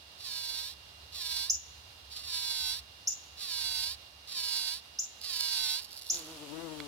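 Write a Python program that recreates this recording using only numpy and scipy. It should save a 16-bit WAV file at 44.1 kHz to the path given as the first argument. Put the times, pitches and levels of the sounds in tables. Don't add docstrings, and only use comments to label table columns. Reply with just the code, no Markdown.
import sys
import numpy as np
from scipy import signal
from scipy.fft import rfft, irfft
from scipy.io import wavfile

SR = 44100
rng = np.random.default_rng(int(sys.argv[2]) if len(sys.argv) > 2 else 0)


def master(y):
    cut = np.clip(np.atleast_2d(y).T, -1, 1)
    pcm = np.round(cut * 32767)
    wavfile.write(sys.argv[1], SR, pcm.astype(np.int16))


N = 302967
TIME = np.arange(N) / SR

# (frequency [Hz], left gain [dB], right gain [dB])
AIR_SPECTRUM = [(20, -18, -27), (44.7, -20, -24), (65, -1, 1), (104, -6.5, -6), (128, -16.5, -14),
                (225, -21.5, -20.5), (415, -21.5, -19), (770, -15.5, -14.5), (1330, -19.5, -17),
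                (2040, -21, -19), (3970, -20, -8.5), (5050, -15.5, -15), (7200, -29.5, -28),
                (10700, -32, -27), (15500, -33, -33.5)]
# (frequency [Hz], correlation [-1 to 1])
AIR_CORRELATION = [(60, 0.97), (130, 0.84), (290, 0.67), (640, 0.3), (1400, -0.32), (3100, -0.0015),
                   (7000, 0.018)]
# (time [s], relative level [dB])
RUMBLE_ENVELOPE = [(0, -65.5), (.65, -61.5), (1.6, -59), (2.1, -61), (2.8, -57.5), (3.05, -64), (3.9, -58),
                   (4.2, -68), (6.87, -64)]
# (start [s], end [s], relative level [dB],
# gripping stroke rate [Hz], time to grip [s], time to let go [s], sizzle peak [Hz])
BUZZES = [(0.177, 0.746, -40.5, 338.9, 0.084, 0.065, 13800), (1.119, 1.516, -38, 335, 0.076, 0.033, 13900),
          (2.1, 2.233, -37.5, 398, 0.13, 0.022, 11500), (2.212, 2.813, -37.5, 337.7, 0.064, 0.043, 10900),
          (3.37, 3.961, -37, 333, .105, .058, 10900), (4.271, 4.807, -37, 337.8, 0.072, 0.046, 10200),
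          (5.209, 5.826, -35, 339.9, 0.093, .032, 10900)]
# (middle [s], half length [s], rise [dB])
GRIP_SURGES = [(1.386, 0.086, 2), (2.34, 0.026, 2.5), (2.71, 0.031, 2), (4.52, 0.058, 2)]
# (frequency [Hz], left gain [dB], right gain [dB])
ANTHER_SPECTRUM = [(1000, -14, -16.5), (3000, -6, -1), (5330, 0, 0), (7230, -9, -20), (8400, -7, -0.5),
                   (9300, -20, -6.5), (12040, -21, -16.5), (16100, -24, -8)]
# (frequency [Hz], left gain [dB], right gain [dB])
FLOWER_RESPONSE = [(300, -78.5, -63), (665, -34.5, -20), (968, -17, -12.5), (1640, -22.5, -18.5),
                   (2140, -26.5, -24), (2810, -27.5, -8.5), (3440, -8.5, -1.5), (4030, -16.5, 0.5),
                   (5090, -1, 1), (5730, -5, -10), (5920, -26.5, -14), (7030, -15, -16.5),
                   (8750, -25.5, -16.5), (9900, -20, -14.5), (10700, -42, -14), (12600, -27, -16.5),
                   (15600, -33.5, -28.5)]
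# (time [s], relative level [dB], length [s])
BIRD_CHIPS = [(1.4965, -12.5, 0.017), (3.072, -15.5, 0.019), (4.987, -18.5, 0.021), (6.098, -15, 0.02)]
# (share of the length [0 to 1], gain [dB])
CHIP_ENVELOPE = [(0, -14), (.2, -6), (.45, -11.5), (.75, -9), (1, -36)]
# (delay [s], gain [dB])
GARDEN_ECHOES = [(.0045, -0.5), (0.009, -18), (0.031, -7), (.046, -8)]
# (time [s], relative level [dB])
STAMEN_SNAPS = [(5.2145, -37), (5.37, -32), (5.408, -25), (5.9178, -42), (5.929, -39), (5.9752, -43),
                (5.9814, -41), (6.013, -43), (6.021, -37), (6.0677, -40), (6.1437, -31), (6.1854, -39),
                (6.1934, -35)]
# (middle [s], half length [s], relative level [dB])
SCRABBLE_BOUTS = [(5.842, 0.025, -41), (5.953, 0.049, -40.5), (6.053, 0.044, -45), (6.15, 0.064, -37.5),
                  (6.31, 0.087, -48)]
# (time [s], wingbeat [Hz], relative level [dB], left minus right [dB])
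FLIGHT_PATH = [(6.1, 168.2, -61, -1.0), (6.148, 175.8, -55, -4), (6.256, 152.6, -53, 0),
               (6.312, 162.6, -50, 2), (6.354, 157.4, -51, 5.0), (6.39, 143.2, -54.5, 7.0),
               (6.426, 154.6, -47.5, 10), (6.482, 137.8, -51.5, 15), (6.54, 158.3, -45, 34),
               (6.634, 169.2, -43, 18), (6.686, 157.2, -44, 22), (6.87, 143.2, -49, 18)]
# (order [multiple of the wingbeat], gain [dB])
WING_HARMONICS = [(1, -7.5), (2, 1.5), (3, -4.5), (4, -7.5), (5, -14), (6, -10.5), (7, -14), (8, -14),
                  (9, -18.5), (10, -25), (11, -29), (12, -20)]
# (frequency [Hz], gain [dB])
WING_AIR_SPECTRUM = [(150, -9), (400, -3.5), (1000, -1.5), (1900, -8), (3000, 0.5), (6000, -7),
                     (10500, -11), (15500, -19)]
# (time [s], relative level [dB])
LEAF_STRIKE = (6.8026, -35.5)
# (frequency [Hz], gain [dB], time to fall 60 dB [s])
LEAF_RESONANCES = [(1523, -1, 0.013), (2207, 8, 0.0088), (3460, 5.5, 0.013), (4130, 7.5, 0.0089),
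                   (6510, -14, 0.0069)]

FREE_HZ, TIGHT_HZ, LET_GO_HZ = 417.4, 296, 413
ATTACK_S, ATTACK_DB, RELEASE_S, RELEASE_DB = 0.035, -13, 0.032, -19.5
SWELL_DB_PER_S, LOOSE_DB = 3.5, -5.5
REBOUND_TIGHT, REBOUND_LOOSE = 0.62, 0.55


def amp(db):
    return 10 ** (np.asarray(db) / 20)


def unit(x):
    return x / np.sqrt(np.mean(x ** 2) + 1e-20)


def columns(rows, t):
    s, *values = np.transpose(rows)
    return [np.interp(t, s, v) for v in values]


def spectrum(rows, hz):
    f, *values = np.transpose(rows)
    return np.array([np.interp(np.log(hz + 1), np.log(f + 1), v) for v in values])


def wander(size, hz):
    f = np.fft.rfftfreq(size, 1 / SR)
    return unit(irfft(rfft(rng.standard_normal(size)) / (1 + (f / hz) ** 4), size))


def add(mix, s, sound):
    part = mix[:, round(s * SR):][:, :sound.shape[-1]]
    part += sound[..., :part.shape[1]]


def clicks(times, sizes):
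    at = np.asarray(times)[:, None] * SR
    near = at.astype(int) + np.arange(-8, 9)
    shape = np.sinc(near - at) * np.cos((near - at) * np.pi / 18) ** 2
    return np.bincount(near.ravel(), (shape * sizes[:, None]).ravel(), N)[:N]


def garden_air(hiss_db=-53.5, swell_db=0.58, rumble_gain_db=-3, crossover_hz=125):
    hz = np.fft.rfftfreq(N, 1 / SR)
    common, separate = rfft(rng.standard_normal((2, N)))
    correlation = spectrum(AIR_CORRELATION, hz)[0]
    right = correlation * common + np.sqrt(1 - correlation ** 2) * separate
    noise = np.array([common, right]) * amp(spectrum(AIR_SPECTRUM, hz))
    low = 1 / (1 + (hz / crossover_hz) ** 8)
    hiss = unit(irfft(noise * (1 - low), N)) * amp(hiss_db + swell_db * wander(N, 8.1))
    rumble = unit(irfft(noise * low, N)) * amp(columns(RUMBLE_ENVELOPE, TIME)[0] + rumble_gain_db)
    return hiss + rumble


def far_engine(hz=70, gain_db=-3, drift_hz=1.25):
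    phase = 2 * np.pi * np.cumsum(hz + drift_hz * wander(N, 3.6)) / SR
    return np.sin(phase) * amp(columns(RUMBLE_ENVELOPE, TIME)[0] + gain_db)


def whine(hz=2805, left_db=-76, right_db=-57, drift_hz=3, flicker_db=1.0):
    phase = 2 * np.pi * np.cumsum(hz + drift_hz * wander(N, 29.6)) / SR
    return amp([[left_db], [right_db]]) * np.sin(phase) * amp(flicker_db * wander(N, 25))


def stroke_rate(t, start, end, grip_hz, grip_s, let_go_s, sag_hz_per_s=81, steepness=2.2):
    age = t - start
    held = grip_hz - sag_hz_per_s * age
    free = np.exp(-(abs(age) / grip_s) ** steepness)
    released = (1 - free) * np.exp((t - end) / let_go_s)
    return held + (FREE_HZ - held) * free + (LET_GO_HZ - held) * released


def thorax_knocks(t, cycles, hz, db, slack, return_phase=0.497, return_drift=0.012):
    at = np.interp(np.arange(1, int(cycles[-1]) - 1), cycles, t)
    rate, strength, loose = (np.interp(at, t, v) for v in (hz, amp(db), slack ** 2))
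    rebound = REBOUND_TIGHT + (REBOUND_LOOSE - REBOUND_TIGHT) * loose
    knock_shift, knock_spread, pull_shift, pull_spread = rng.standard_normal((len(at), 4)).T
    size = strength * np.sqrt(SR / rate / (1 + rebound ** 2))
    gap_s = (return_phase + return_drift * np.interp(at, t, wander(len(t), 23))) / rate
    jitter_s = 5e-6 + 7e-5 * loose
    uneven_db = 0.7 + 1.5 * loose
    knocks = clicks(at + knock_shift * jitter_s, size * amp(uneven_db * knock_spread))
    pull_times = at + gap_s + pull_shift * (jitter_s + 5e-6)
    return knocks - clicks(pull_times, size * rebound * amp(2 * uneven_db * pull_spread))


def anther_sizzle(cycles, peak_hz, peak_db=8.5, width_hz=1100):
    hz = np.fft.rfftfreq(len(cycles), 1 / SR)
    colour_db = spectrum(ANTHER_SPECTRUM, hz) + peak_db * np.exp(-((hz - peak_hz) / width_hz) ** 2)
    puffs = rng.standard_normal((2, len(cycles))) * np.exp(-(2 * cycles % 1))
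    return unit(irfft(rfft(puffs) * amp(colour_db), len(cycles)))


def buzz(start, end, strength_db, grip_hz, grip_s, let_go_s, sizzle_hz,
         force_gain_db=4.5, rustle_gain_db=-22, sizzle_gain_db=-8, waver=0.005):
    t = np.arange(start, end, 1 / SR)
    hz = stroke_rate(t, start, end, grip_hz, grip_s, let_go_s)
    slack = np.clip((hz - TIGHT_HZ) / (FREE_HZ - TIGHT_HZ), 0, 1)
    db = strength_db + SWELL_DB_PER_S * (t - start) + LOOSE_DB * slack
    db += ATTACK_DB * np.exp((start - t) / ATTACK_S) + RELEASE_DB * np.exp((t - end) / RELEASE_S)
    db += sum(rise * np.exp(-((t - middle) / half) ** 2) for middle, half, rise in GRIP_SURGES)
    db += (0.7 + 1.5 * slack) * wander(len(t), 40)
    cycles = np.cumsum(hz * (1 + waver * wander(len(t), 28.7))) / SR
    knocks = thorax_knocks(t, cycles, hz, db, slack)
    rustle = unit(np.exp(-(cycles % 1) / 3.9) * rng.standard_normal(len(t))) * amp(db + rustle_gain_db)
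    force = amp(force_gain_db) * (knocks + np.interp(TIME, t, rustle, left=0, right=0))
    sizzle = np.zeros((2, N))
    add(sizzle, start, anther_sizzle(cycles, sizzle_hz) * amp(db + sizzle_gain_db))
    return force, sizzle


def flower(force, size=4096):
    log_gain = np.log(amp(spectrum(FLOWER_RESPONSE, abs(np.fft.fftfreq(size, 1 / SR)))))
    minimum_phase = np.exp(np.conj(signal.hilbert(log_gain)))
    ring = np.fft.ifft(minimum_phase).real[:, :size // 2]
    ring[1] = np.roll(ring[1], 2)
    return signal.oaconvolve(force[None], ring / np.linalg.norm(ring[1]), axes=1)[:, :N]


def petal_reflection(x, delay_s=0.000469, sway_s=0.00002, sway_hz=3, share=0.4):
    late = [np.interp(TIME - delay_s - sway_s * wander(N, sway_hz), TIME, side) for side in x]
    return x + share * np.array(late)


def chip(db, length, low_hz=4750, top_hz=7400, rise_s=0.0069, octave_db=-24, rasp=0.0055):
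    t = np.arange(0, length, 1 / SR)
    sweep_hz = top_hz - (top_hz - low_hz) * np.exp(-t / rise_s)
    phase = 2 * np.pi * np.cumsum(sweep_hz * (1 + rasp * wander(len(t), 650))) / SR
    envelope = amp(db + columns(CHIP_ENVELOPE, t / length)[0]) * signal.windows.tukey(len(t), 0.1)
    return envelope * (np.sin(phase) + amp(octave_db) * np.sin(2 * phase))


def garden_reverb(x):
    t = np.arange(SR // 2) / SR

    def scatter(db, t60):
        taps = rng.standard_normal((2, len(t))) * amp(-60 * t / t60)
        return amp(db) * taps / np.linalg.norm(taps, axis=1, keepdims=True)
    leaves, tail, far = scatter(-7, t60=0.022), scatter(-9, t60=0.66), scatter(-21, t60=0.33)
    response = leaves + tail + far
    response[:, 0] += 1
    for delay, db in GARDEN_ECHOES:
        add(response, delay, scatter(db, t60=0.098))
    return signal.oaconvolve(x, response, axes=1)[:, :N]


def bird():
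    calls = np.zeros((2, N))
    for s, db, length in BIRD_CHIPS:
        add(calls, s, chip(db, length))
    return garden_reverb(calls)


def legs(snap_gain_db=23, snap_lag_s=0.000585, grains_per_s=900, pre_emphasis=0.86):
    s, db = np.transpose(STAMEN_SNAPS)
    snaps = clicks(s + snap_lag_s, amp(db + snap_gain_db))
    grains = unit(rng.standard_normal(N) * (rng.random(N) < grains_per_s / SR))
    effort = sum(amp(level) * np.exp(-((TIME - middle) / half) ** 2)
                 for middle, half, level in SCRABBLE_BOUTS)
    return signal.lfilter([1, -pre_emphasis], [1], snaps + grains * effort)


def wing_tone(flutter=0.14, blur_rad=0.076, waver=0.0063, far_flutter=0.6, rise_s=0.018):
    hz, db, pan_db = columns(FLIGHT_PATH, TIME)
    cycles = np.cumsum(hz * (1 + waver * wander(N, 44))) / SR
    near, far = np.zeros((2, N))
    for k, order_db in WING_HARMONICS:
        phase = 2 * np.pi * (k * cycles + rng.random()) + blur_rad * k * wander(N, 37)
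        partial = amp(order_db) * (1 + flutter * np.sqrt(k) * wander(N, 26)) * np.cos(phase)
        near += partial
        far += partial + far_flutter * amp(order_db) * wander(N, 23) * np.sin(phase)
    left = amp(pan_db) / (1 + amp(pan_db))
    onset = np.clip((TIME - FLIGHT_PATH[0][0]) / rise_s, 0, 1)
    return 2 * np.array([left * unit(near), (1 - left) * unit(far)]) * amp(db) * onset


def wing_air(left_db=-52, right_db=-50, rise_s=0.021, beat_depth=0.24):
    cycles = np.cumsum(columns(FLIGHT_PATH, TIME)[0]) / SR
    puffs = rng.standard_normal((2, N)) * (1 + beat_depth * np.cos(2 * np.pi * cycles))
    colour = amp(spectrum(WING_AIR_SPECTRUM, np.fft.rfftfreq(N, 1 / SR)))
    rush = unit(irfft(rfft(puffs) * colour, N))
    onset = np.clip((TIME - FLIGHT_PATH[0][0]) / rise_s, 0, 1)
    return amp([[left_db], [right_db]]) * rush * onset


def leaf_tick(left_gain_db=-8):
    s, strike_db = LEAF_STRIKE
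    t, out = np.arange(SR // 20) / SR, np.zeros((2, N))
    ring = sum(amp(db - 60 * t / t60) * np.sin(2 * np.pi * hz * t) for hz, db, t60 in LEAF_RESONANCES)
    add(out, s, amp([[left_gain_db], [0]]) * amp(strike_db) * ring)
    return out


def scene():
    forces, sizzles = zip(*(buzz(*row) for row in BUZZES))
    on_flower = petal_reflection(flower(sum(forces) + legs())) + sum(sizzles)
    bee = on_flower + wing_tone() + wing_air()
    return bee + bird() + leaf_tick() + garden_air() + far_engine() + whine()


def record(dry):
    low_pass = signal.firwin(511, 15900, window=("kaiser", 9), fs=SR)
    return signal.oaconvolve(dry, low_pass[None], "same")


dry = scene()
out = record(dry)
master(out)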